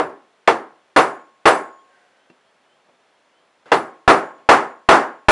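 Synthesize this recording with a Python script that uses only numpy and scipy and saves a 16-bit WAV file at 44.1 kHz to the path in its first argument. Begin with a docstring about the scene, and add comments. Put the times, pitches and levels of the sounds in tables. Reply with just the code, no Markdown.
"""A rubber mallet drives a seal into a cast engine housing through a hand-held steel socket, in a garage.
Each blow is a noise crack with a rebound, a low thump, decaying housing modes, beating socket modes and a wash.
Between blows come soft touches and a slide of skin on the socket (filtered noise), and faint rising sine chirps.
Quiet band-shaped air noise lies beneath. The sound is nearly mono below the treble;
a limiter and a rounded overload hold down the loud peaks, and a steep filter removes the very top."""
import sys
import numpy as np
from scipy import signal
from scipy.io import wavfile

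SR = 44100
rng = np.random.default_rng(int(sys.argv[2]) if len(sys.argv) > 2 else 0)


def generate_wav(sig):
    """Save sig (samples, or channels by samples) to the path in sys.argv[1] as 16-bit PCM at SR."""
    pcm = np.round(np.clip(np.atleast_2d(sig).T, -1, 1) * 32767).astype(np.int16)
    wavfile.write(sys.argv[1], SR, pcm)


N = 234170

AGE = np.arange(SR * 4 // 5) / SR   # time since a contact [s]
EDGES = 22 * 2 ** (np.arange(28) / 3)   # third-octave band edges [Hz]
CENTRES = np.sqrt(EDGES[1:] * EDGES[:-1])


def from_db(db):
    """Decibels to gain."""
    return 10 ** (np.asarray(db) / 20)


def rms_one(x):
    """Scale to unit rms."""
    return x / np.sqrt(np.mean(x ** 2) + 1e-20)


def at_hz(points, hz):
    """Read a table on a log-frequency axis."""
    points = np.array(points)
    return np.interp(np.log(hz), np.log(points[:, 0]), points[:, 1])


def butter(x, hz, kind, order=2):
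    """Causal Butterworth filter."""
    return signal.sosfilt(signal.butter(order, hz, kind, fs=SR, output="sos"), x)


def dying(t60):
    """Envelope that falls by 60 dB in t60 seconds."""
    return np.exp(-np.log(1000) * AGE / t60)


def add(out, s, sound):
    """Mix a sound in at time s, trimmed to the scene."""
    start = round(s * SR)
    first = max(start, 0)
    last = min(start + sound.shape[-1], N)
    out[:, first:last] += sound[..., first - start:last - start]


# stereo width of noise and socket ring: (frequency [Hz], side level relative to mid [dB])
STEREO_WIDTH = [(100, -53.5), (400, -53.5), (1000, -52), (2500, -41), (4500, -22), (7000, -5.5),
                (11000, 1.5)]


def noise_bands(spectrum, size):
    """Third-octave stereo noise (bands, 2, size), shaped to about unit mid power, wider in the treble."""
    gains = from_db(at_hz(spectrum, CENTRES))
    total_power = np.sum(gains ** 2 * np.diff(EDGES)) / (SR / 2)
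    gains = gains / np.sqrt(total_power)
    white = rng.standard_normal((2, 2, size))
    bands = np.empty((len(CENTRES), 2, size))
    for k, hz in enumerate(CENTRES):
        # neighbouring bands draw on different noise
        mid, side = gains[k] * butter(white[k % 2], EDGES[k:k + 2], "band")
        bands[k] = mid + from_db(at_hz(STEREO_WIDTH, hz)) * side * [[1], [-1]]
    return bands


# decay of the dense ringing: (frequency [Hz], t60 [s])
WASH_DECAY = [(50, 0.13), (130, 0.37), (300, 0.4), (1000, 0.38), (1700, 0.38), (3000, 0.21), (6000, .29),
              (11000, .25)]
# a more firmly seated socket makes the housing's midrange ring more;
# bass and rebound grow less, the crack hardly at all
# each pair: level at housing ring 0 [dB], growth [dB per dB of housing ring]
CRACK_DB, CRACK_GROWTH = 1, 0.027
BASS_DB, BASS_GROWTH = -0.5, 0.33
REBOUND_DB, REBOUND_GROWTH = 0, 0.91
REBOUND_S = 0.021   # the socket hops and lands again
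CRACK_LOW_HZ, CRACK_HIGH_HZ = 330, 7500   # the crack has no deep bass, and rubber softens its very top


def wash(bands, housing_ring_db, bright_db, crack_t60, build_s, contact_s):
    """Countless modes and reflections: a crack, a second as the socket lands, a tail that dies band by band."""
    out = np.zeros((2, len(AGE)))
    swell = 1 - np.exp(-AGE / build_s)
    contact = dying(crack_t60) * (1 - np.exp(-AGE / contact_s))
    landing = np.interp(AGE - REBOUND_S, AGE, contact)
    rebound = from_db(REBOUND_DB + REBOUND_GROWTH * housing_ring_db) * landing
    crack = np.hypot(from_db(CRACK_DB + CRACK_GROWTH * housing_ring_db) * contact, rebound)
    bass_lift_db = BASS_DB + BASS_GROWTH * housing_ring_db - housing_ring_db
    for hz, band in zip(CENTRES, bands):
        high = hz ** 2 / (hz ** 2 + 2200 ** 2)   # share of the brightness
        low = 1 / (1 + (hz / 450) ** 2)   # share of the bass lift
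        tilt = from_db(bright_db * high + bass_lift_db * low)
        crack_colour = 1 / np.hypot(1, (CRACK_LOW_HZ / hz) ** 2) / np.hypot(1, hz / CRACK_HIGH_HZ)
        tail = from_db(housing_ring_db) * swell * dying(at_hz(WASH_DECAY, hz))
        out += tilt * np.hypot(crack_colour * crack, tail) * band
    return out


def struck(modes, scatter_db=0):
    """Decaying modes: each strike gives them random polarity and, with scatter, shares its energy anew."""
    out = np.zeros(len(AGE))
    for hz, db, t60 in modes:
        level_db = db + abs(scatter_db) * rng.standard_normal()
        strength = from_db(level_db) * rng.choice([-1, 1])
        out += strength * dying(t60) * np.sin(2 * np.pi * hz * AGE)
    return butter(out, 140, "high")   # small bodies radiate no deep bass


def shimmering(modes, flutter_hz, build_s, steady):
    """High modes arrive by many paths: they swell, then beat at random, differently on each side."""
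    out = np.zeros((2, len(AGE)))
    for hz, db, t60 in modes:
        paths = rms_one(butter(rng.standard_normal((4, len(AGE))), flutter_hz, "low"))
        sine = np.sin(2 * np.pi * hz * AGE)
        cosine = np.cos(2 * np.pi * hz * AGE)
        mid = (steady + paths[0]) * sine + paths[1] * cosine
        side = from_db(at_hz(STEREO_WIDTH, hz)) * (paths[2] * sine + paths[3] * cosine)
        out += from_db(db) * dying(t60) * (mid + side * [[1], [-1]])
    return out * (1 - np.exp(-AGE / build_s))


def thump(hz, t60):
    """The rubber head shoves the whole housing away: a heavily damped low swing."""
    swing = np.sin(2 * np.pi * hz * AGE) * dying(t60)
    return -butter(swing, 30, "high", order=1)


# mallet blows: (time [s], housing ring [dB], brightness [dB], thump relative to housing ring [dB],
# freedom of the socket to ring, relative to housing ring [dB])
MALLET_BLOWS = [(-0.028, -12.5, -5.5, -17, -6), (0.4746, -10.5, 3.5, -10, -5.5),
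                (0.962, -2, 3.5, -15.5, -0.5), (1.4552, -1, 3.5, -17.5, 4), (3.7170, -9, 2, -15.5, 0),
                (4.0775, 1, 1.5, 1.5, -3.5), (4.4890, 2, 4, -6, -4.5), (4.8880, 4.5, 3.5, -2, -7),
                (5.284, -2.5, 7, 6.5, 1)]
# strongest resonances of the cast housing: (frequency [Hz], relative level [dB], t60 [s])
HOUSING_MODES = [(170, -11, .36), (238, -8, .38), (291, -7, .33), (338, -2, .3), (373, -4, .28),
                 (396, 2, .33), (554, -7, .25), (658, -7, .28), (772, -1, .28), (822, -2, .26),
                 (839, 1, .3), (1093, -3, .28), (1140, -3, .26), (1227, -3, .28), (1287, -5, .28),
                 (1335, -3, .28), (1457, -3, .25), (1710, -7, .22), (1950, -10, .2), (2129, -12, .2),
                 (2572, -11, .2), (2867, -15, .2), (3200, -17, .15)]
# steel socket, damped by the hand: (frequency [Hz], relative level [dB], t60 [s])
SOCKET_MODES = [(4813, 1, .31), (6223, 0, .28), (6934, -15, .75), (7214, 1, .28), (7957, -1, .32),
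                (7989, -1, .32), (9135, 6, .26), (9545, -2, .3), (10510, 2, .29)]
# dense ringing of housing and garage: (frequency [Hz], relative level per Hz [dB])
WASH_SPECTRUM = [(40, -22.5), (120, -16), (210, -14), (320, 0.5), (600, 0.5), (850, 2.5), (1400, -2),
                 (2000, -10), (2300, -13), (3000, -16.5), (5000, -26), (8000, -33.5), (11000, -45.5)]
LONG_RING_HZ, LONG_RING_T60 = 1082, 0.72   # [Hz], [s]: a lingering mode, louder when the grip is loose


def mallet(wash_db, housing_db, socket_db, long_db, thump_db, alike):
    """Every blow excites the same bodies, in shares set by how firmly the socket sits and how tight the grip is."""
    out = np.zeros((2, N))
    lasting = noise_bands(WASH_SPECTRUM, len(AGE))
    alike = np.clip(alike, 0, 1)
    for s, housing_ring_db, bright_db, shove_db, freedom_db in MALLET_BLOWS:
        # part of the room's answer repeats; the hand and the point of contact shift the rest
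        fresh = noise_bands(WASH_SPECTRUM, len(AGE))
        bands = np.sqrt(alike) * lasting + np.sqrt(1 - alike) * fresh
        dense = wash(bands, housing_ring_db, bright_db, crack_t60=0.13, build_s=0.0055, contact_s=0.00088)
        housing = from_db(housing_db) * struck(HOUSING_MODES, scatter_db=2)
        socket = shimmering(SOCKET_MODES, flutter_hz=25, build_s=0.011, steady=0.9)
        bodies = housing + from_db(socket_db + freedom_db) * socket
        bodies += from_db(long_db + freedom_db) * struck([(LONG_RING_HZ, 0, LONG_RING_T60)])
        bodies += from_db(thump_db + shove_db) * thump(hz=60.4, t60=0.013)
        add(out, s, from_db(wash_db) * dense + from_db(housing_ring_db) * bodies)
    return out


# colour of the garage air: (frequency [Hz], relative level per Hz [dB])
AIR_SPECTRUM = [(18, -53), (30, -34.5), (231, -4), (369, -3.5), (428, 2), (484, -1.5), (521, 3),
                (1120, -1.5), (1540, -3), (2650, -8.5), (3070, -8.5), (3470, -11.5), (10800, -27),
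                (14000, -49), (22000, -120)]
AIR_DB = -60.5


def garage_air():
    """Steady air of the garage: quiet noise summed from shaped bands."""
    return from_db(AIR_DB) * noise_bands(AIR_SPECTRUM, N).sum(axis=0)


# faint far chirps: (time [s], length [s], level [dB])
FAR_CHIRPS = [(1.778, 0.05, -65), (2.13, 0.17, -68.5), (2.45, 0.062, -68), (2.628, 0.17, -67.5),
              (3.12, 0.067, -70.5), (3.31, 0.15, -66.5)]
CHIRP_TOP_HZ, CHIRP_RISE_HZ_PER_S = 3300, 2700   # shared by all chirps
CHIRP_WAVER_HZ, CHIRP_WAVER_RATE_HZ = 40, 65   # random pitch waver: depth, and lowpass on its speed


def chirps():
    """Thin, slightly rough whistles, barely above the air, rising at one rate towards one top pitch."""
    out = np.zeros((2, N))
    for s, length, db in FAR_CHIRPS:
        left_s = np.linspace(length, 0, int(length * SR))
        waver = rms_one(butter(rng.standard_normal(len(AGE)), CHIRP_WAVER_RATE_HZ, "low"))[:len(left_s)]
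        hz = CHIRP_TOP_HZ - CHIRP_RISE_HZ_PER_S * left_s + CHIRP_WAVER_HZ * waver
        whistle = np.sin(2 * np.pi * np.cumsum(hz) / SR)
        add(out, s, from_db(db) * np.sqrt(np.hanning(len(hz))) * whistle)
    return out


# resonances of the rub: (frequency [Hz], width [Hz], relative level [dB])
RUB_RESONANCES = [(554, 40, -3.5), (730, 26, -2), (1552, 58, -1.5), (1830, 120, -14)]
SLIDE_START_S, SLIDE_SWELL_S, SLIDE_STOP_S = 1.81, 0.14, 2.33   # the swell time also serves as the fade-out
SLIDE_DB, SLIDE_EASE_DB_PER_S = -58, 30   # level at the peak, then a steady fall


def slide():
    """Skin rubs on the socket: soft friction noise in a few resonances."""
    friction = rng.standard_normal(N)
    t = np.arange(N) / SR
    rub = np.zeros(N)
    for hz, width, db in RUB_RESONANCES:
        b, a = signal.iirpeak(hz, hz / width, fs=SR)
        rub += from_db(db) * signal.lfilter(b, a, friction)
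    peak_s = SLIDE_START_S + SLIDE_SWELL_S
    end_s = SLIDE_STOP_S + SLIDE_SWELL_S
    contact = np.interp(t, [SLIDE_START_S, peak_s, SLIDE_STOP_S, end_s], [0, 1, 1, 0])
    level_db = SLIDE_DB - SLIDE_EASE_DB_PER_S * np.maximum(t - peak_s, 0)
    return contact * from_db(level_db) * rms_one(rub)


# light touches of socket and mallet: (time [s], scuff level [dB], dull above [Hz], scuff t60 [s],
# thud level [dB])
LIGHT_TOUCHES = [(2.2995, -50, 1700, 0.07, -41), (2.885, -51, 700, 0.12, -51), (3.656, -45, 1390, 1, -63.5),
                 (4.378, -49, 800, 0.52, -64)]
# housing, lightly touched: (frequency [Hz], relative level [dB], t60 [s])
THUD_MODES = [(186, -8, 0.094), (250, -9.5, 0.18), (336, -1.5, 0.078), (384, -15, .2), (945, -15.5, .2)]
# socket rim on the seal: (frequency [Hz], relative level [dB], t60 [s])
CLICK_MODES = [(2710, 4, 0.07), (3120, -9, .05)]
# the rim clicks with the thud, less when the touch is duller
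CLICK_UNDER_THUD_DB, CLICK_DB_PER_OCTAVE, CLICK_HZ = 15, 6, 1500


def touches():
    """Soft contacts: a dull scuff, a cushioned thud from the housing and a click from the rim."""
    out = np.zeros((2, N))
    cushion = 1 - np.exp(-AGE / 0.001)
    for s, db, dull_hz, t60, thud_db in LIGHT_TOUCHES:
        scuff = butter(butter(rng.standard_normal(len(AGE)), dull_hz, "low"), 280, "high")
        scuff = from_db(db) * rms_one(scuff) * dying(t60)
        thud = from_db(thud_db) * struck(THUD_MODES)
        click_db = thud_db - CLICK_UNDER_THUD_DB + CLICK_DB_PER_OCTAVE * np.log2(dull_hz / CLICK_HZ)
        click = from_db(click_db) * struck(CLICK_MODES)
        add(out, s, butter(cushion * (scuff + thud), 150, "high") + click)
    return out


def scene():
    """Blows and handling over the quiet air of the garage."""
    blows = mallet(wash_db=-4, housing_db=-16.0, socket_db=-39, long_db=-24, thump_db=-2, alike=0.46)
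    return blows + garage_air() + chirps() + slide() + touches()


def limiter(x, threshold_db, release_db_per_s, attack_s):
    """Gain drops quickly on peaks above the threshold and recovers at a steady rate."""
    peak_db = 20 * np.log10(np.abs(x).max(axis=0) + 1e-9)
    over = np.maximum(peak_db - threshold_db, 0)
    ramp = release_db_per_s * np.arange(N) / SR
    held = np.maximum.accumulate(over + ramp) - ramp   # peak hold that falls in a straight line
    pole = np.exp(-1 / (attack_s * SR))
    reduction_db = signal.lfilter([1 - pole], [1, -pole], held)
    return x * from_db(-reduction_db)


CUTOFF_HZ = 10850


def record(dry):
    """Overloaded microphone: limiter, rounded overload, and a steep cut of the top."""
    held = limiter(dry, threshold_db=3.5, release_db_per_s=152.0, attack_s=0.0016)
    clipped = held / (1 + held ** 8) ** (1 / 8)
    return signal.sosfilt(signal.ellip(10, 0.2, 70, CUTOFF_HZ, fs=SR, output="sos"), clipped)


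dry = scene()
out = record(dry)
generate_wav(out)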